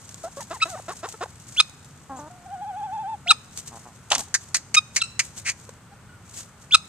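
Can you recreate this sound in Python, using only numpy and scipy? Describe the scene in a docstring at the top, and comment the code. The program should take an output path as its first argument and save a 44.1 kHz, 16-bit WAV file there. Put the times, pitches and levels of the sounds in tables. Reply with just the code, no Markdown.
"""Guineafowl and hens on leaf litter

A guineafowl's thin whistles climb into sharp metallic chinks; a run of dry rasps is clicks through a throat.
Hens cluck, peep, growl, squawk and whine: harmonics of a rough syrinx, filtered by a throat.
Feet rustle in dead leaves (uneven clicks) over a low distant rumble (shaped noise).
The yard returns a faint echo, and two microphone ports hear it all in stereo."""
import sys
import numpy as np
from scipy import signal
from scipy.fft import rfft, irfft, next_fast_len
from scipy.io import wavfile

SR = 44100
rng = np.random.default_rng(int(sys.argv[2]) if len(sys.argv) > 2 else 0)


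def wav_record(signal):
    """Record a signal, one row per channel, as 16-bit PCM in the file named by sys.argv[1]."""
    frames = np.transpose(np.atleast_2d(signal))
    bounded = np.clip(frames, -1, 1)
    # unit amplitude maps onto the largest positive 16-bit level
    quanta = np.round(bounded * 32767).astype(np.int16)
    wavfile.write(sys.argv[1], SR, quanta)


N = 303408


def undb(db):
    """Decibels to gain."""
    return 10 ** (np.asarray(db) / 20)


def unit(x):
    """Scale to rms 1."""
    return x / np.sqrt(np.mean(x ** 2) + 1e-18)


def shape_db(hz, points):
    """Read a spectrum on a log-frequency axis."""
    point_hz, point_db = np.transpose(points)
    return np.interp(np.log(np.maximum(hz, 1)), np.log(point_hz), point_db)


def response(points, size=1024):
    """Gain and phase of a causal (minimum-phase) filter with the given spectrum."""
    gain = undb(shape_db(np.fft.rfftfreq(size, 1 / SR), points))
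    cepstrum = irfft(np.log(gain))
    cepstrum[1:size // 2] *= 2
    cepstrum[size // 2 + 1:] = 0
    return np.exp(rfft(cepstrum))


def colour(x, points):
    """Filter x with the given spectrum."""
    return signal.fftconvolve(x, irfft(response(points)))[:len(x)]


def wander(n, rate_hz):
    """Smooth chance with spread near 1, taking a new target rate_hz times a second."""
    place = np.arange(n) * rate_hz / SR
    return 1.23 * np.interp(place, np.arange(n), rng.standard_normal(n))


def crackle(n, spread_db):
    """Dense tiny clicks of very unequal size."""
    size_db = spread_db * np.minimum(rng.exponential(size=n), 2 * np.pi)
    return unit(rng.standard_normal(n) * undb(size_db))


def arch(u, start, middle, end):
    """Parabola through three values as u goes from 0 to 1."""
    return start * (1 - u) * (1 - 2 * u) + 4 * middle * u * (1 - u) + end * u * (2 * u - 1)


def add(out, start_s, x):
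    """Mix x into out from start_s."""
    i = max(int(start_s * SR), 0)
    out[..., i:i + x.shape[-1]] += x[..., :max(N - i, 0)]


def ports(x, lag):
    """A sound from the right reaches the left port lag samples later."""
    size = next_fast_len(len(x) + 64)
    delay = np.exp(-2j * np.pi * np.fft.rfftfreq(size) * lag)
    late = irfft(rfft(x, size) * delay, size)
    return np.array([late[:len(x)], x])


def voice(hz, throat, rough, tilt_db=0, overtones_db=0, jitter=0.027, shimmer=0.2, half=0.13, count=16):
    """Harmonics of a syrinx through a throat; roughness shakes the cycles and alternates strong and weak."""
    shake, flutter = (np.resize(wander(SR // 4, np.mean(hz)), len(hz)) for _ in range(2))
    phase = 2 * np.pi * np.cumsum(hz * (1 + jitter * rough * shake)) / SR
    k = np.arange(1, count + 1)[:, None]
    tract = response(throat)
    tract_hz = np.linspace(0, SR / 2, len(tract))
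    source_gain = undb(tilt_db * np.log2(k) + overtones_db * (k > 1))
    gain = np.interp(k * hz, tract_hz, tract, right=0) * source_gain
    tone = np.sum(gain * np.exp(1j * k * phase), axis=0).real
    # cos(phase / 2) makes every other cycle weaker
    return unit(tone * (1 + rough * (shimmer * flutter + half * np.cos(phase / 2))))


# guineafowl throat: freq_hz, gain_db
GUINEA_THROAT = [(500, -35), (900, -21), (1250, -1.5), (1800, -24), (2500, 0), (3700, 0), (4900, -10.5),
                 (6200, -13), (7200, -19), (8500, -10), (10200, -33), (15000, -54)]
# turbulent air in the guineafowl's call: freq_hz, gain_db
GUINEA_HISS = [(500, -22), (1600, -12), (2100, -14), (2900, 0), (4500, -1), (6000, -12), (8500, -9),
               (10500, -24), (15000, -40)]


def guinea_hiss(n):
    """Breath turbulence: noise coloured by the call's own spectrum."""
    return unit(colour(rng.standard_normal(SR // 8), GUINEA_HISS))[:n]


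# thin whistles, most leading into a chink: start_s, length_s, start_hz, top_hz, end_hz, level_db, swell_db
WHISTLES = [(0.601, 0.021, 1785, 2320, 2650, -24, 26), (1.561, .040, 1838, 3310, 3288, -12, 29),
            (2.16, .044, 5900, 7460, 5140, -49, 0), (3.269, .039, 1694, 3453, 3933, -14, 22),
            (4.997, 0.019, 3600, 3882, 3000, -28, 24), (6.707, 0.038, 1900, 3450, 3330, -9.5, 33)]
WHISTLE_HISS_DB = -19
UNDERTONE_HZ, UNDERTONE_DB = 1470, -20  # the other side of the syrinx


def whistles():
    """A near-sine follows a pitch arch and swells, with faint overtones, a fixed undertone and hiss."""
    out = np.zeros(N)
    for start_s, length_s, start_hz, top_hz, end_hz, level_db, swell_db in WHISTLES:
        u = np.linspace(0, 1, int(length_s * SR))
        hz = arch(u, start_hz, top_hz, end_hz) * (1 + .016 * wander(len(u), 1500))
        phase = 2 * np.pi * np.cumsum(hz) / SR
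        gate = np.clip(np.minimum(u, 1 - u) / .1, 0, 1)
        # stutters at first, steadies towards the end
        swell = undb(level_db + (u - 1) * (swell_db + 4 * wander(len(u), 600))) * gate
        tone = np.sin(phase) + undb(UNDERTONE_DB) * np.sin(2 * np.pi * UNDERTONE_HZ * u * length_s)
        for k in (2, 3):
            gain = undb(shape_db(k * hz, GUINEA_THROAT) / 2 - 4.5 * k)
            tone += gain * np.sin(k * phase) * (k * hz < SR / 2)
        add(out, start_s, swell * (np.sqrt(2) * tone + undb(WHISTLE_HISS_DB) * guinea_hiss(len(u))))
    return out


# chinks: start_s, length_s, attack_hz, held_hz, level_db, peak_place_0_to_1, overtones_db,
# brightness_db_per_octave, rasp_0_to_1, echo_db
CHINKS = [(0.616, 0.029, 1330, 1285, -16, 0.5, -6, -1.5, 0.15, -4),
          (1.598, .017, 1285, 1215, -10.3, 0.32, -4, 2.3, 0.3, -6),
          (3.304, 0.022, 1496, 1195, -8, 0.27, -11.5, 3.2, 0.15, -7),
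          (4.762, 0.034, 1262, 1246, -11.7, 0.54, 1.5, -1.5, 0.06, -9),
          (5.013, 0.017, 1600, 1290, -20, .5, -3.5, 3.2, 0.18, 8),
          (6.742, 0.02, 1480, 1200, -8.2, 0.27, -11.5, 4.2, 0.3, -5)]
CHINK_HISS_DB = -3  # at rasp 1


def chinks():
    """Short hoarse notes: pitch settles from attack to held; returns the notes and their send to the yard."""
    out, thrown = np.zeros((2, N))
    for start_s, length_s, attack_hz, held_hz, level_db, peak, overtones_db, bright_db, rasp, echo_db in CHINKS:
        u = np.linspace(0, 1, int(length_s * SR))
        hz = held_hz + (attack_hz - held_hz) * np.exp(-u / .27)
        swell = np.sin(np.pi * np.interp(u, [0, peak, 1], [0, .5, 1])).clip(0) ** 1.3
        tone = voice(hz, GUINEA_THROAT, rasp, bright_db, overtones_db,
                     jitter=0.1, shimmer=0.66, half=0.1, count=10)
        breath = rasp * undb(CHINK_HISS_DB) * guinea_hiss(len(u))
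        note = undb(level_db) * swell * (tone + breath)
        add(out, start_s, note)
        # a call aimed away from the ports puts more into the yard
        add(thrown, start_s, undb(echo_db) * note)
    return out, thrown


def guineafowl():
    """Thin whistles and loud chinks about a third as high, with their own yard echo."""
    whistle = whistles()
    chink, thrown = chinks()
    thrown = thrown + undb(-13) * whistle
    echo = yard(ports(thrown, lag=0), early_db=-21.5, late_db=-27.5, early_t60=.1, late_t60=0.7)
    return ports(whistle + chink, lag=2.9) + echo


# dry rasps, the first four the ragged noise and scuffle around the squawk:
# start_s, rise_s, hold_s, decay_s, level_db, throat_ring_hz, ring_db
RASPS = [(4.102, 0.0012, 0.058, 0.0085, -32.5, 3080, -7), (4.114, 0.002, 0.007, 0.018, -24.5, 880, 20),
         (4.117, 0.001, 0.0023, 0.0029, -15.5, 2870, 16), (4.15, 0.001, 0.0029, 0.0013, -19.5, 2500, -4),
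         (4.3411, 0.0011, 0.009, 0.007, -19, 1720, -8), (4.5436, 0.0015, 0.0028, 0.012, -17.3, 2050, -13),
         (4.7426, 0.0003, 0.013, 0.0024, -19, 2400, -7), (4.9602, 0.0019, 0.005, 0.011, -18.5, 2200, -7.5),
         (5.1925, 0.0004, 0.007, 0.008, -18, 2120, -4), (5.446, 0.041, 0.014, 0.009, -26, 2110, -2)]
# hiss of a rasp: freq_hz, gain_db
RASP_HISS = [(150, -49), (600, -11), (1000, -9), (1500, -5), (3300, -8), (4500, 1.5), (5400, 1.5),
             (6500, 7), (8200, 0.5), (10000, -5.5), (12000, -27), (15000, -42)]
RASP_FLUTTER_HZ, RASP_LAG_SAMPLES = 330, 3.1  # typical puff rate; lateness at the left port


def rasps():
    """Toneless harsh bursts: uneven puffs of clicks give a bright hiss and ring one resonance."""
    out, t = np.zeros((2, N)), np.arange(SR // 7) / SR
    for start_s, rise_s, hold_s, decay_s, level_db, ring_hz, ring_db in RASPS:
        attack = undb(level_db) * np.minimum(t / rise_s, 1) ** 1.06
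        release = np.exp(-np.maximum(t - rise_s - hold_s, 0) / decay_s)
        flutter_hz = RASP_FLUTTER_HZ * np.exp(0.083 * wander(len(t), 300))
        cycle = np.cumsum(flutter_hz) / SR % 1
        puffs = unit(undb(-16 * cycle))
        clicks = crackle(len(t), 1.2) * puffs * undb(1.5 * wander(len(t), 900))
        throat = signal.iirpeak(ring_hz, 2.1, fs=SR)
        ring = unit(signal.lfilter(*throat, signal.lfilter(*throat, clicks)))
        # the hiss cracks first, the ring builds up behind it
        ring = undb(ring_db + 2.5) * (1 - np.exp(-t / .003)) * ring
        sound = release * (unit(colour(clicks, RASP_HISS)) + ring)
        # hiss scattered off the ground, different at each port
        scatter = np.array([unit(colour(rng.standard_normal(len(t)), RASP_HISS)) for _ in range(2)])
        direct = ports(attack * sound / np.hypot(1, undb(ring_db)), RASP_LAG_SAMPLES)
        add(out, start_s, direct + undb(-6) * attack * release * scatter)
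    return out


HEN_ATTACK_S, HEN_RELEASE_S, QUIVER_SHARE, QUIVER_DB = 0.0012, 0.003, 0.014, 1.9


def hen_note(length_s, start_hz, end_hz, level_db, swell_db, throat, bend, rough, tilt_db):
    """One hen note: the pitch bends from start to end and quivers along with the loudness."""
    u = np.linspace(0, 1, int(length_s * SR))
    attack = np.clip(u * length_s / HEN_ATTACK_S, 0, 1)
    release = np.clip((1 - u) * length_s / HEN_RELEASE_S, 0, 1)
    quiver = wander(len(u), 40)
    hz = (start_hz + (end_hz - start_hz) * u ** bend) * (1 + QUIVER_SHARE * quiver)
    note = voice(hz, throat, rough, tilt_db=tilt_db, jitter=.12, shimmer=1.0, half=0.67, count=24)
    return note * attack * release * undb(level_db + swell_db * (u - .5) + QUIVER_DB * quiver)


# gruff clucks, and last a small peck or tick: start_s, length_s, start_hz, end_hz, level_db, swell_db
CLUCKS = [(0.238, 0.052, 650, 830, -33, -10), (0.37, 0.033, 560, 620, -32.5, -3),
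          (0.506, 0.033, 328, 430, -32.5, -8), (0.654, 0.04, 335, 430, -34, -11),
          (0.882, 0.035, 335, 490, -30, -5), (1.03, 0.034, 338, 560, -29, 0),
          (1.139, 0.02, 436, 480, -40, -12), (1.208, 0.035, 355, 590, -26, 4),
          (5.69, 0.008, 520, 450, -35, -8)]
# falling squeaks, most at the end of a cluck: start_s, length_s, start_hz, end_hz
SQUEAKS = [(0.403, 0.023, 950, 790), (0.537, 0.038, 1040, 780), (0.774, 0.03, 970, 500),
           (0.915, 0.026, 1130, 760), (1.062, 0.03, 1080, 520), (1.242, 0.022, 1050, 590)]
# clear peeps: start_s, length_s, start_hz, end_hz, level_db, swell_db
PEEPS = [(0.693, 0.066, 760, 560, -36.5, 11), (0.754, 0.024, 735, 810, -35, 5),
         (3.261, 0.072, 688, 910, -33.5, 15.5), (4.213, 0.014, 826, 850, -39, -4),
         (4.274, 0.009, 880, 810, -45, 0), (5.915, 0.027, 795, 820, -48, 6.5),
         (6.091, 0.095, 1446, 1460, -56, -4.5)]
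# low croons and growls: start_s, length_s, start_hz, end_hz, level_db, swell_db
GROWLS = [(2.096, 0.098, 266, 253, -36.5, -2), (2.188, 0.098, 288, 312, -40.5, -3),
          (3.711, 0.072, 110, 116, -43.5, 9), (3.855, 0.061, 126, 105, -49, -18),
          (4.163, 0.048, 290, 205, -35, 5)]
# one harsh squawk: start_s, length_s, start_hz, end_hz, level_db, swell_db
SQUAWK = (4.112, 0.05, 460, 310, -26.5, -9)
# throats, the last two with beak shut and beak wide open: freq_hz, gain_db
HEN_THROAT = [(100, -4), (250, -5.5), (380, -4), (540, -0.5), (680, 6), (930, -6), (1220, 1.5), (1600, -10),
              (1900, -11.5), (2300, -26), (2650, -17), (3200, -28), (3800, -20), (4500, -33), (5300, -23),
              (6000, -32), (7200, -24), (9000, -45)]
GROWL_THROAT = [(110, -11), (240, -3), (340, -10), (520, -11), (780, 1.5), (930, -4), (1040, -3),
                (1300, -15), (1560, -18), (2100, -38), (4000, -48)]
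SQUAWK_THROAT = [(200, -25), (450, -13), (620, -2), (860, 6), (1050, -4), (1250, -3), (1700, -11),
                 (2300, -13), (3000, -7), (4000, -13), (5000, -21), (8000, -30)]
CLUCK_BEND, SQUEAK_BEND, PEEP_BEND = 2.4, 2.1, 2.1  # powers above 1: the pitch moves late in the note
GRUFF_HZ, HIGH_CLUCK_TILT_DB = 340, -8  # extra dB/octave per octave of start pitch above gruff
SQUEAK_DB = -39


def hens():
    """Gruff clucks and a small peck, falling squeaks, clear peeps, low growls and a squawk."""
    out = np.zeros(N)
    for start_s, *note in CLUCKS:
        tilt_db = 0.5 + HIGH_CLUCK_TILT_DB * np.log2(note[1] / GRUFF_HZ)
        add(out, start_s, hen_note(*note, HEN_THROAT, CLUCK_BEND, rough=0.18, tilt_db=tilt_db))
    for start_s, *note in SQUEAKS:
        add(out, start_s, hen_note(*note, SQUEAK_DB, swell_db=-4, throat=HEN_THROAT,
                                   bend=SQUEAK_BEND, rough=0.25, tilt_db=-5))
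    for start_s, *note in PEEPS:
        add(out, start_s, hen_note(*note, HEN_THROAT, PEEP_BEND, rough=0.05, tilt_db=-2.5))
    for start_s, *note in GROWLS:
        add(out, start_s, hen_note(*note, GROWL_THROAT, bend=1, rough=0.17, tilt_db=0))
    start_s, *note = SQUAWK
    add(out, start_s, hen_note(*note, SQUAWK_THROAT, bend=0.4, rough=0.9, tilt_db=0))
    return ports(out, lag=2.8)


# whining hen at rest between pushes: time_s, pitch_hz, level_db
WHINE = [(2.3, 720.4, -48.5), (2.43, 700, -54), (2.5, 715, -40), (2.585, 721.6, -39.5), (2.74, 739, -35.5),
         (2.895, 752, -36), (3.06, 772, -32.5), (3.148, 775, -33.5), (3.165, 700, -55)]
# pushes of effort: centre_s, width_s
PUSHES = [(2.361, 0.018), (2.466, 0.016), (2.532, 0.04), (2.629, 0.034), (2.684, 0.048), (2.789, 0.048),
          (2.848, 0.042), (2.948, 0.048), (3.007, 0.043), (3.11, 0.07)]
# throat of the whine: freq_hz, gain_db
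WHINE_THROAT = [(800, 9.5), (950, 3.5), (1480, -8), (1750, -28), (2500, -27.5), (3400, -27.5), (4200, -42),
                (5500, -39), (7000, -50)]
PUSH_RISE_HZ, PUSH_DB_PER_HZ = 121, 0.071  # rise at full effort; loudness per hertz of rise
WARM_UP_S = 0.18  # time constant of the effort


def whine():
    """A nearly pure tone climbs as it grows; pushes raise pitch and loudness together, so it quavers."""
    time_s, pitch_hz, level_db = np.transpose(WHINE)
    t = np.arange(time_s[0], time_s[-1], 1 / SR)
    gate = np.clip(np.minimum(t - time_s[0], time_s[-1] - t) / 0.0033, 0, 1)
    effort = 1 - np.exp(-(t - time_s[0]) / WARM_UP_S)
    push = sum(.5 ** (np.abs(2 * (t - centre_s) / width_s) ** np.pi) for centre_s, width_s in PUSHES)
    rise_hz = PUSH_RISE_HZ * effort * push
    hz = (np.interp(t, time_s, pitch_hz) + rise_hz) * (1 + .008 * wander(len(t), 110))
    flicker = undb(1.9 * wander(len(t), 80))
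    force = undb(np.interp(t, time_s, level_db) + PUSH_DB_PER_HZ * rise_hz) * flicker
    out = np.zeros(N)
    add(out, time_s[0], voice(hz, WHINE_THROAT, rough=.09, count=8) * gate * force)
    return ports(out, lag=4.2)


# background rustle of the shuffling flock, rising and sinking, before flutter: time_s, level_db
SHUFFLE = [(0.0, -53), (1.1, -56), (2.0, -62), (3.0, -67), (3.8, -59), (4.8, -68), (6.1, -72), (6.88, -63)]
# feet scuffing through the leaves, before flutter: loudest_s, rise_s, decay_s, level_db
SCUFFS = [(0.245, 0.01, 0.012, -43), (0.372, 0.006, 0.03, -44), (0.43, 0.03, 0.01, -42),
          (0.555, 0.025, 0.02, -49), (0.70, 0.04, 0.09, -45), (0.925, 0.015, 0.01, -43),
          (0.97, 0.012, 0.018, -44), (1.10, 0.03, 0.04, -46), (1.235, 0.015, 0.012, -48),
          (1.49, 0.015, 0.03, -46), (1.57, 0.04, 0.06, -47), (2.17, 0.004, 0.08, -54.5),
          (3.525, 0.006, 0.025, -50), (3.59, 0.016, 0.016, -33.5), (3.68, 0.018, 0.014, -41),
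          (3.76, 0.04, 0.09, -51), (4.195, 0.009, 0.024, -31.5), (4.42, 0.04, 0.06, -50),
          (4.955, 0.012, 0.01, -45), (5.25, 0.015, 0.035, -42), (5.385, 0.025, 0.025, -42),
          (5.61, 0.05, 0.1, -55), (6.26, 0.01, 0.03, -55), (6.39, 0.033, 0.032, -37),
          (6.64, 0.04, 0.025, -58)]
# loudest leaves snapping underfoot: start_s, level_db
SNAPS = [(0.0913, -31), (0.1433, -30), (0.407, -30), (0.7016, -31), (1.0885, -33), (1.1245, -33),
         (1.6955, -37.5), (1.8462, -40.5), (3.5744, -25), (4.1815, -19), (4.5693, -19), (5.3976, -34),
         (5.5184, -32), (5.6925, -35)]
# dry leaves: freq_hz, gain_db
LEAVES = [(300, -4), (1500, -9.5), (3500, -8.5), (5000, -7), (6600, 3.5), (8300, 2.5), (10500, -8.5),
          (14500, -24)]
SNAP_DECAY_S = 0.0023
TICK_COUNT, TICK_DB = 60, 15  # greatest level over the shuffle


def leaves():
    """Feet in dead leaves: crackle under a force that swells with scuffs and jumps with snaps and ticks."""
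    t = np.arange(N) / SR
    shuffle = undb(np.interp(t, *np.transpose(SHUFFLE)))
    power = shuffle ** 2
    for loudest_s, rise_s, decay_s, level_db in SCUFFS:
        away = np.minimum(np.maximum((loudest_s - t) / rise_s, (t - loudest_s) / decay_s), 20)
        power = power + (undb(level_db) * np.exp(-away)) ** 2
    force = np.sqrt(power) * undb(2.7 + 2.6 * wander(N, 170))
    snap = np.exp(-t[:SR // 16] / SNAP_DECAY_S)
    for start_s, level_db in SNAPS:
        add(force, start_s, undb(level_db - 1) * snap)
    for place, size in rng.random((TICK_COUNT, 2)):
        add(force, place * N / SR, size * undb(TICK_DB) * shuffle[int(place * N)] * snap)
    shared, left, right = (unit(colour(crackle(N, 3), LEAVES)) for _ in range(3))
    return force * (0.63 * ports(shared, lag=2.7) + 0.57 * np.array([left, right]))


# distant rumble and air, relative density: freq_hz, density_db
AIR = [(15, -50), (25, -20), (60, -6.5), (98, 3), (145, 0), (205, -4.3), (314, -14), (697, -17),
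       (818, -15.5), (1040, -15.5), (1470, -16.5), (1590, -20), (2080, -25), (4150, -37), (5200, -38),
       (8070, -31), (14500, -50.5)]
AIR_LEVEL_DB = -47.8  # of the part shared by both ports, before the swell
RUMBLE_SWELL_DB, RUMBLE_SWELL_HZ = 0.7, 7


def air():
    """Shaped noise: a restless distant rumble, nearly alike at both ports, under a faint hiss that is not."""
    hz = np.fft.rfftfreq(N, 1 / SR)
    gain = undb(shape_db(hz, AIR))
    side_share = np.clip(0.13 + hz / 6000, 0, 1)
    mid = irfft(rfft(rng.standard_normal(N)) * gain, N)
    side = irfft(rfft(rng.standard_normal(N)) * gain * side_share, N)
    both = undb(AIR_LEVEL_DB) * np.array([mid + side, mid - side]) / np.std(mid)
    bass = signal.sosfiltfilt(signal.butter(2, 300, fs=SR, output="sos"), both)
    return both + bass * (undb(RUMBLE_SWELL_DB * wander(N, RUMBLE_SWELL_HZ)) - 1)


def yard(x, early_db=-29, late_db=-31, early_t60=0.067, late_t60=0.81):
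    """Near things answer within a few hundredths of a second; trees and walls add a thin, longer tail."""
    t = np.arange(SR) / SR
    echo_colour = [(300, 2), (1200, 1), (3700, 1.5), (7000, 6.5), (14000, -1)]  # freq_hz, gain_db
    wet = []
    for channel in x:
        echo = np.zeros(SR)
        for level_db, t60_s in ((early_db, early_t60), (late_db, late_t60)):
            tail = crackle(SR, 1.5) * (t > .016) * undb(-60 * t / t60_s)
            echo += undb(level_db) * tail / np.linalg.norm(tail)
        wet.append(signal.fftconvolve(channel, colour(echo, echo_colour))[:N])
    return np.array(wet)


def scene():
    """All the birds, the leaves, their echo and the outdoor air."""
    flock = hens() + whine() + rasps() + leaves()
    return guineafowl() + flock + yard(flock) + air()


# colour of each microphone port: freq_hz, gain_db
LEFT_PORT = [(1000, -1.2), (4500, 5.2), (6300, -1.5), (8200, 6.5), (10000, 1.5), (14000, 8.5)]
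RIGHT_PORT = [(1000, -1.7), (4500, 5.7), (6500, 4.3), (8200, -7), (10000, -6), (14000, 3.5)]
TOP_HZ = 14400


def record(dry):
    """Each port has its own treble colour; loud peaks bend lopsidedly and clip; a low-pass ends the band."""
    x = np.array([colour(dry[0], LEFT_PORT), colour(dry[1], RIGHT_PORT)])
    x = np.clip(x + 0.012 * x ** 2, -1, 1)
    return signal.sosfilt(signal.ellip(10, .2, 80, TOP_HZ, fs=SR, output="sos"), x)


dry = scene()
out = record(dry)
wav_record(out)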